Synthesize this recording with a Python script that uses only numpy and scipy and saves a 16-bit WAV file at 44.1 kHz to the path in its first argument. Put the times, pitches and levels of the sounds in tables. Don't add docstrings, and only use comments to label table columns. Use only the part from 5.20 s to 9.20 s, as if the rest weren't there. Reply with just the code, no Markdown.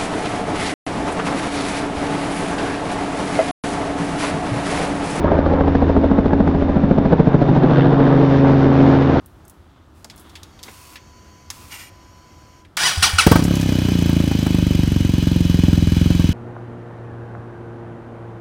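import sys
import numpy as np
from scipy import signal
from scipy.fft import rfft, irfft
from scipy.io import wavfile

SR = 44100
rng = np.random.default_rng(int(sys.argv[2]) if len(sys.argv) > 2 else 0)


def waveform_to_disk(signal):
    frames = np.transpose(np.atleast_2d(signal))
    scaled = np.clip(frames, -1, 1) * 32767
    samples = np.round(scaled).astype(np.int16)
    wavfile.write(sys.argv[1], SR, samples)


N = 176400
TIME = np.arange(N) / SR
CYLINDERS = 6

# time_s, rate_hz
BLADE_PASS_RATE = [(0, 13.74), (.7, 13.82), (1.7, 13.82), (2.5, 13.73), (3.2, 13.72), (4, 13.68)]


def main_rotor(passes, thump_lead_s=.0013, swish_lead_s=.00033, swish_width_s=.011):
    throb_level = [(0, -29), (1, -26), (2.75, -27.5), (3.1, -29.5), (4, -30.5)]  # time_s, level_db
    blade_levels = [(0, -24.5, -24), (.33, -25, -23.5), (.55, -28.5, -24), (.84, -32, -24),
                    (.92, -18.5, -25), (1.2, -19.5, -24), (1.38, -36.5, -26.5), (1.57, -17.5, -25),
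                    (1.72, -16, -29), (1.93, -22.5, -19.5), (2.08, -16, -22.5), (2.45, -22.5, -20),
                    (2.85, -25.5, -23), (3.2, -40, -35), (4, -32.5, -21.5)]
    # frequency_hz, gain_db
    throb_spectrum = [(12, -18), (27, -4.5), (70, -0.5), (110, -13.5), (200, -19.5), (1000, -76.5)]
    thump_spectrum = [(30, -25), (80, -2.5), (200, 2), (300, -3.5), (500, -18.5), (3000, -81.5)]
    swish_spectrum = [(40, -28), (150, 0.5), (300, 0), (550, -2.5), (850, -7.5), (1200, -19.5),
                      (1600, -19.5), (2200, -31), (4000, -37.5), (7000, -59.5)]
    pass_s = TIME[1:][np.diff(np.floor(passes)) > 0]
    pushes = np.zeros(N)
    pushes[np.round((pass_s - thump_lead_s) * SR).astype(int) % N] = 1
    from_pass_s = ((passes + .5) % 1 - .5) / curves(BLADE_PASS_RATE)[0]
    sweep = .061 + np.exp(-abs(from_pass_s + swish_lead_s) / swish_width_s)
    thump_db, swish_db = curves(blade_levels)
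    throb = amp(curves(throb_level)[0]) * colour(pushes, throb_spectrum)
    thump = amp(thump_db) * colour(pushes, thump_spectrum)
    swish = amp(swish_db) * colour(sweep * rng.standard_normal(N), swish_spectrum)
    return throb + thump + swish


def blade_slaps(vortices=4, scatter_s=.003, lesser_gain=.21, crack_lag_s=.0029, crack_decay_s=.0018):
    # time_s, body_db, crack_db
    slaps = [(.045, -21, -29.5), (.118, -21, -35), (.19, -24.5, -34), (.263, -20.5, -35),
             (0.337, -26, -23.5), (.408, -24, -23), (.481, -23.5, -28), (.552, -23, -12.5),
             (0.624, -22, -37), (.698, -23.5, -34), (0.766, -19, -31), (0.843, -23, -36),
             (.915, -22.5, -30.5), (0.988, -23.5, -25), (1.059, -27, -22.5), (1.133, -25, -16.5),
             (1.204, -26, -26), (1.275, -29, -17.5), (1.349, -28, -30), (1.422, -32, -26),
             (1.494, -29, -28.5), (1.566, -29, -38.5), (1.639, -25.5, -31), (1.712, -23.5, -17),
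             (1.784, -24, -16.5), (1.856, -22.5, -27), (1.93, -22, -16), (2.002, -24.5, -30.5),
             (2.074, -29, -26.5), (2.147, -24.5, -33), (2.22, -27.5, -19), (2.292, -28.5, -23.5),
             (2.365, -21.5, -27)]
    # frequency_hz, gain_db
    body_spectrum = [(60, -17), (200, 1), (560, 12), (780, 1.5), (1100, -8), (1600, -12), (2200, -36),
                     (7000, -60.5)]
    crack_spectrum = [(200, -10), (600, 12), (1100, 0), (1600, 4.5), (2300, -14.5), (4000, -22.5),
                      (5500, -27.5), (7300, -44)]
    hits, bursts = np.zeros(N), np.zeros(N)
    lesser = np.arange(vortices) > 0
    for time_s, body_db, crack_db in slaps:
        hit_s = time_s + scatter_s * rng.standard_normal(vortices) * lesser
        at = np.round(hit_s * SR).astype(int)
        hits[at] = -np.where(lesser, lesser_gain, 1) * amp(body_db)
        near = slice(max(at[0] - SR // 20, 0), at[0] + SR // 20)
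        bursts[near] += amp(crack_db) * np.exp(-abs(TIME[near] - time_s - crack_lag_s) / crack_decay_s)
    period_samples = SR / BLADE_PASS_RATE[0][1]
    body = amp(-2) * np.sqrt(period_samples) * filtered(hits, body_spectrum)
    return body + bursts * colour(rng.standard_normal(N), crack_spectrum)


def exhaust(cycles, cycle_hz, boom_db, overtones_db, jitter_cycles=.0039, flutter_db=1.4):
    # frequency_hz, gain_db
    firing_spectrum = [(274, -2.5), (411, -14.5), (548, -14), (820, -32), (2000, -53), (4000, -61.5)]
    uneven_spectrum = [(23, -36.5), (115, -23), (210, -13.5), (297, -21.5), (320, -13.5), (480, -24),
                       (750, -24.5), (1100, -35), (2000, -49.5), (4000, -54)]
    k = np.arange(1, 171)
    uneven = gain_at(uneven_spectrum, k * cycle_hz) * np.exp(2j * np.pi * rng.random(len(k)))
    pipe_smear = np.exp(-.4j * (k / CYLINDERS - 1) ** 2)
    firing = (k > CYLINDERS) * gain_at(firing_spectrum, k * cycle_hz) * pipe_smear
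    harmonics = np.where(k % CYLINDERS == 0, firing, uneven)
    overtones = periodic_wave(cycles + jitter_cycles * drift(44), harmonics)
    boom = np.sqrt(2) * np.cos(2 * np.pi * CYLINDERS * cycles)
    return amp(boom_db) * boom + amp(overtones_db + flutter_db * drift(10)) * overtones


def tail_rotor(passes, pitch_hz, jitter_cycles=.023, flutter_db=2.5):
    buzz_spectrum = [(82, -1), (163, -0.5), (245, -7.5), (410, -12.5), (570, -20), (820, -29),
                     (4000, -57.5)]
    harmonics = 1j * gain_at(buzz_spectrum, pitch_hz * np.arange(1, 49))
    pulses = periodic_wave(passes + jitter_cycles * drift(33), harmonics)
    return pulses * amp(flutter_db * drift(37))


def tail_rasp(passes, sharpness=1.1):
    rasp_level = [(0, -65), (2.3, -50.5), (2.5, -37), (2.6, -28.5), (2.7, -38), (2.88, -39), (3.1, -49),
                  (4, -40.5)]
    rasp_spectrum = [(400, -22), (1000, 9.5), (1700, 10.5), (2300, -5), (3100, 1), (3900, -5), (4800, -14),
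                     (7000, -34.5)]
    puffs = np.exp(sharpness * np.cos(2 * np.pi * passes)) * rng.standard_normal(N)
    return amp(curves(rasp_level)[0]) * colour(puffs, rasp_spectrum)


def rushing_air(spectrum, chop, gust_db):
    return colour(rng.standard_normal(N) * chop, spectrum) * amp(gust_db * drift(12))


def whistle(pitch_hz=3600, waver=.011):
    whistle_level = [(0, -59.5), (2.26, -58.5), (2.295, -47), (2.35, -65), (2.55, -54), (2.61, -47),
                     (2.67, -54)]
    hz = pitch_hz * (1 + waver * drift(150))
    return amp(curves(whistle_level)[0]) * np.sqrt(2) * np.sin(2 * np.pi * np.cumsum(hz) / SR)


def with_ground_echo(direct, lag_ms):
    ground_reflection = [(90, -1), (280, -3.5), (700, -9.5), (2000, -14), (6000, -13.5)]  # frequency_hz, gain_db
    echo = irfft(rfft(direct) * gain_at(ground_reflection, np.fft.rfftfreq(N, 1 / SR)), N)
    return direct + np.interp(TIME - lag_ms / 1000, TIME, echo)


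def amp(db):
    return 10 ** (np.asarray(db) / 20)


def unit_rms(x):
    return x / np.sqrt(np.mean(x ** 2) + 1e-20)


def curves(table):
    time_s, *columns = np.transpose(table)
    return [np.interp(TIME, time_s, column) for column in columns]


def gain_at(spectrum, hz):
    frequency_hz, gain_db = np.transpose(spectrum)
    return amp(np.interp(np.log(hz + 1), np.log(frequency_hz), gain_db))


def filtered(x, spectrum, size=8192):
    log_gain = np.log(gain_at(spectrum, abs(np.fft.fftfreq(size, 1 / SR))))
    response = np.exp(np.conj(signal.hilbert(log_gain)))
    taps = np.fft.ifft(response).real[:size // 2]
    return signal.oaconvolve(x, taps / np.linalg.norm(taps))[:N]


def colour(x, spectrum):
    return unit_rms(filtered(x, spectrum))


def drift(rate_hz):
    hz = np.fft.rfftfreq(N, 1 / SR)
    slow_band = np.exp(-(hz / rate_hz) ** 2) * (hz > 0)
    return unit_rms(irfft(rfft(rng.standard_normal(N)) * slow_band, N))


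def periodic_wave(cycles, harmonics, size=4096):
    wave = irfft(np.append(0, harmonics), size)
    return unit_rms(np.interp(cycles % 1, np.arange(size + 1) / size, np.append(wave, wave[0])))


def scene(first_pass_s=.045, tail_ratio=5.938, engine_ratio=1.6655):
    # time_s, boom_db, overtones_db, tail_db, rush_db, hiss_db
    approach_levels = [(0, -25.5, -37.5, -24, -19, -43), (.5, -20, -23, -21, -26.5, -41.5),
                       (1, -22, -23.5, -23.5, -30, -43), (1.5, -27, -22, -20.5, -34.5, -42.5),
                       (2, -27.5, -23.5, -23, -29.5, -43.5), (2.35, -22.5, -20.5, -22, -28.5, -39.5),
                       (2.6, -21, -18.5, -22.5, -25, -42), (2.85, -22.5, -17, -24, -21.5, -37.5),
                       (3.05, -22, -17.5, -24.5, -23.5, -36.5), (3.45, -21, -17, -22.5, -22, -36),
                       (3.6, -22.5, -15, -22, -23, -33.5), (3.82, -21.5, -15.5, -22.5, -22, -37),
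                       (3.93, -27.5, -19, -21.5, -19.5, -33.5)]
    # time_s, rotor_ms, engine_ms, tail_ms
    echo_lags = [(0, 2.95, 4, 1.7), (.6, 4.16, 3.12, 2.38), (1, 4.7, 3.97, 3), (1.5, 4.94, 4.22, 3.47),
                 (2, 6.48, 4.56, 4.6), (2.27, 7.25, 5.86, 5.1), (2.55, 8.05, 6.31, 6.3),
                 (3.08, 8.9, 6.92, 6.7), (3.25, 8.9, 7.7, 8), (4, 8.9, 8.33, 8.4)]
    # frequency_hz, gain_db
    rush_spectrum = [(15, -16), (40, -10), (100, -17.5), (280, -3.5), (450, 0), (700, -5), (900, -5.5),
                     (1100, -10), (1600, -17), (4000, -45), (7000, -66)]
    hiss_spectrum = [(300, -39), (1000, 3.5), (1700, 2.5), (3000, -7), (3650, -9.5), (4600, -14),
                     (5600, -18), (7400, -31)]
    boom_db, overtones_db, tail_db, rush_db, hiss_db = curves(approach_levels)
    rotor_ms, engine_ms, tail_ms = curves(echo_lags)
    blade_hz, = curves(BLADE_PASS_RATE)
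    passes = np.cumsum(blade_hz) / SR - first_pass_s * blade_hz[0]
    tail_passes, engine_cycles = passes * tail_ratio, passes * engine_ratio
    tail_chop = .19 * np.cos(2 * np.pi * tail_passes)
    exhaust_chop = .2 * np.cos(2 * np.pi * CYLINDERS * engine_cycles)
    chop = np.exp(tail_chop + exhaust_chop)

    rotor = main_rotor(passes) + blade_slaps()
    rotor += amp(rush_db) * rushing_air(rush_spectrum, chop, gust_db=2.3)
    engine = exhaust(engine_cycles, blade_hz.mean() * engine_ratio, boom_db, overtones_db)
    engine += amp(hiss_db) * rushing_air(hiss_spectrum, chop, gust_db=1.56) + whistle()
    tail = amp(tail_db) * tail_rotor(tail_passes, blade_hz.mean() * tail_ratio) + tail_rasp(tail_passes)
    mix = (with_ground_echo(rotor, rotor_ms) + with_ground_echo(engine, engine_ms)
           + with_ground_echo(tail, tail_ms))
    return amp(.8) * mix[None]


def record(dry, low_cut_hz=20, ceiling=.97, knee=8, high_cut_hz=7380):
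    heard = signal.sosfilt(signal.butter(2, low_cut_hz, "high", fs=SR, output="sos"), dry)
    rounded = heard / (1 + abs(heard / ceiling) ** knee) ** (1 / knee)
    high_cut = signal.firwin(511, high_cut_hz, window=("kaiser", 9), fs=SR)
    return signal.oaconvolve(rounded, high_cut[None], "same")


dry = scene()
out = record(dry)
waveform_to_disk(out)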